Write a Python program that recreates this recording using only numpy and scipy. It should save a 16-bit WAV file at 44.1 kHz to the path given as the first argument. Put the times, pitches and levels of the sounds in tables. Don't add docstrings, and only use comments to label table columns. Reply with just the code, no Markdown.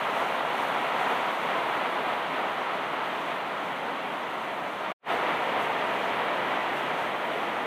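import sys
import numpy as np
from scipy import signal
from scipy.fft import rfft, irfft, next_fast_len
from scipy.io import wavfile

SR = 44100
rng = np.random.default_rng(int(sys.argv[2]) if len(sys.argv) > 2 else 0)


def digitize_waveform(pressure):
    field = np.atleast_2d(pressure).T
    bounded = np.clip(field, -1, 1)
    quanta = np.round(bounded * 32767).astype(np.int16)
    wavfile.write(sys.argv[1], SR, quanta)


N = 337806
TIME_S = np.arange(N) / SR


def gain_of(db):
    return 10 ** (np.asarray(db) / 20)


def normalised(sound):
    return sound / np.sqrt(np.mean(sound ** 2) + 1e-20)


def look_up(table, hz):
    pitch_hz, value = np.transpose(table)
    return np.interp(np.log(hz + 1), np.log(pitch_hz + 1), value)


def shape_tone(sound, tone):
    size = next_fast_len(N)
    hz = np.fft.rfftfreq(size, 1 / SR)
    roll_off = 1 / np.maximum(hz / tone[-1][0], 1) ** 8
    return irfft(rfft(sound, size) * gain_of(look_up(tone, hz)) * roll_off, size)[:N]


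def split(sound, hz):
    low = signal.sosfiltfilt(signal.butter(4, hz, fs=SR, output="sos"), sound)
    return low, sound - low


def wander(turns_per_s):
    points = rng.standard_normal(4096)
    return normalised(np.interp(TIME_S * turns_per_s, np.arange(len(points)), points))


def sink(start_s, end_s, drop_db):
    return -drop_db * np.clip((TIME_S - start_s) / (end_s - start_s), 0, 1)


def swells(table):
    return sum(rise_db * np.cos(np.pi * np.clip((TIME_S - peak_s) / length_s, -.5, .5)) ** 2
               for peak_s, length_s, rise_db in table)


def drops(per_s, spread_db):
    size = gain_of(spread_db * np.minimum(rng.exponential(1, N), 4))
    sign = rng.choice([-1, 1], N)
    lands = rng.random(N) < per_s / SR
    return normalised(size * sign * lands)


# peak_s, length_s, rise_db
EAVES_SPILLS = [(0.22, 0.31, 4), (0.63, 0.25, 2), (1.13, 0.35, 2.7), (3.23, 0.4, 2.8), (3.64, 0.16, 2.2),
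                (5.13, 0.2, 3), (5.37, 0.14, 0.5), (5.62, 0.13, 4.3), (6, 0.25, 1.6), (6.78, 0.14, 4),
                (7.03, 0.22, 2.6)]
# pitch_hz, gain_db
SPRAY_TONE = [(1500, -21), (4500, -11.5), (5500, 1), (6300, 3.5), (6900, -0.5), (10000, -1), (11500, -5),
              (14000, -2.5), (18000, -8.5)]


def yard_spray(flurry_db=0.7):
    spill_db = swells(EAVES_SPILLS)
    splashes = drops(per_s=7000, spread_db=3.0) * gain_of(1.25 * spill_db)
    mist = gain_of(3 + 0.7 * spill_db) * rng.standard_normal(N)
    coarse, fine = split(shape_tone(splashes + mist, SPRAY_TONE), hz=8000)
    coarse *= gain_of(flurry_db * wander(turns_per_s=16))
    fine *= gain_of(flurry_db * wander(turns_per_s=16))
    return normalised(coarse + fine)


# pitch_hz, ring_s
SHEET_RING_TIMES = [(150, 0.17), (700, 0.092), (2000, 0.054), (5000, 0.03)]


def metal_sheet(tick=0.81):
    hz, time_s, noise = signal.stft(rng.standard_normal(SR // 4), SR, nperseg=256)
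    decay = gain_of(-60 * time_s / look_up(SHEET_RING_TIMES, hz)[:, None])
    ring = signal.istft(noise * decay, SR, nperseg=256)[1]
    ring /= np.linalg.norm(ring)
    ring[0] += tick
    return ring


def roof_drumming(sheets=20, flurry_db=1.0, roar_db=-3.5):
    near = np.zeros(N)
    for _ in range(sheets):
        hits = drops(per_s=850, spread_db=2.9) * gain_of(flurry_db * wander(turns_per_s=16))
        near += signal.oaconvolve(hits, metal_sheet())[:N]
    roar = gain_of(roar_db) * rng.standard_normal(N)
    return normalised(near) + roar


# peak_s, length_s, rise_db
DRUMMING_SWELLS = [(0.21, 0.19, 2), (0.8, 0.37, 0.9), (1.09, 0.44, 2), (1.53, 0.17, 1.3), (1.74, 0.16, 2),
                   (1.98, 0.09, 1.5), (2.11, 0.12, 1.6), (2.4, 0.2, 1.5), (3.31, 0.1, 2), (4.88, 0.15, 2),
                   (5.12, 0.09, 2.7), (5.295, 0.17, 3), (5.6, 0.3, 1.6), (6.12, 0.1, 0.7),
                   (6.53, 0.14, 1.5)]
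# deepest_s, length_s, drop_db
DRUMMING_LULLS = [(0.03, 0.21, 0.5), (0.46, 0.13, 1.8), (1.39, 0.19, 1.5), (5.2, 0.08, 0.2),
                  (7.18, 0.24, 1.5)]


def under_roof(drumming, away_db, boom_db, boom_follow, patter_db, patter_follow):
    boom, rest = split(drumming, hz=400)
    middle, patter = split(rest, hz=1500)
    swell_db = swells(DRUMMING_SWELLS) - swells(DRUMMING_LULLS)
    boom = normalised(boom) * gain_of(boom_db + boom_follow * away_db + 0.49 * swell_db)
    middle = normalised(middle) * gain_of(away_db + swell_db)
    patter = normalised(patter) * gain_of(patter_db + patter_follow * away_db + 0.71 * swell_db)
    return boom + middle + patter


# pitch_hz, gain_db
PATIO_TONE = [(35, -49), (80, -29), (115, -21), (165, -10.5), (320, -6), (500, -2.5), (600, -0.7), (700, 2),
              (1050, 1.1), (1220, -2.2), (1380, -2.2), (1540, -6.5), (2300, -10.5), (3000, -14),
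              (3330, -16), (4100, -24), (5000, -36.5)]


def patio_roof(drumming):
    away_db = sink(start_s=1.52, end_s=4.5, drop_db=4.5)
    return under_roof(shape_tone(drumming, PATIO_TONE), away_db,
                      boom_db=-13.0, boom_follow=0.38, patter_db=-5.0, patter_follow=1.0)


# pitch_hz, gain_db
LOW_ROOF_TONE = [(35, -48), (80, -28.5), (115, -20), (185, -10), (300, -7.5), (560, -1), (725, 2),
                 (810, 0.5), (930, 1), (1220, -3), (1380, -3.3), (1520, -7.5), (1850, -8), (2300, -10.5),
                 (3250, -16), (4000, -24.5), (5000, -37)]


def low_roof(drumming):
    away_db = sink(start_s=6.5, end_s=7.5, drop_db=1.66)
    return under_roof(shape_tone(drumming, LOW_ROOF_TONE), away_db,
                      boom_db=-11.0, boom_follow=0.89, patter_db=-4.5, patter_follow=1.13)


def brief_silence(cut_s=4.921, cut_db_per_s=3799, silent_db=-94, back_s=5.108, fade_in_s=0.13):
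    out_db = -cut_db_per_s * np.maximum(TIME_S - cut_s, 0)
    in_db = silent_db * np.clip((back_s - TIME_S) / fade_in_s, 0, 1) ** 2
    return gain_of(np.maximum(out_db, in_db))


def scene(roof_db=-30.5, move_s=4.96):
    drumming, spray = roof_drumming(), yard_spray()
    first_spot = spray * gain_of(-56.5 + sink(start_s=1.5, end_s=3, drop_db=4))
    first_spot += patio_roof(drumming) * gain_of(roof_db)
    second_spot = spray * gain_of(-57.8 + sink(start_s=6, end_s=7.5, drop_db=1))
    second_spot += low_roof(drumming) * gain_of(roof_db)
    rain = np.where(TIME_S < move_s, first_spot, second_spot)
    return (rain * brief_silence())[None]


def record(dry):
    treble_cut = signal.firwin(1023, cutoff=15520, window=("kaiser", 9), fs=SR)
    return signal.oaconvolve(dry, treble_cut[None], "same")


dry = scene()
out = record(dry)
digitize_waveform(out)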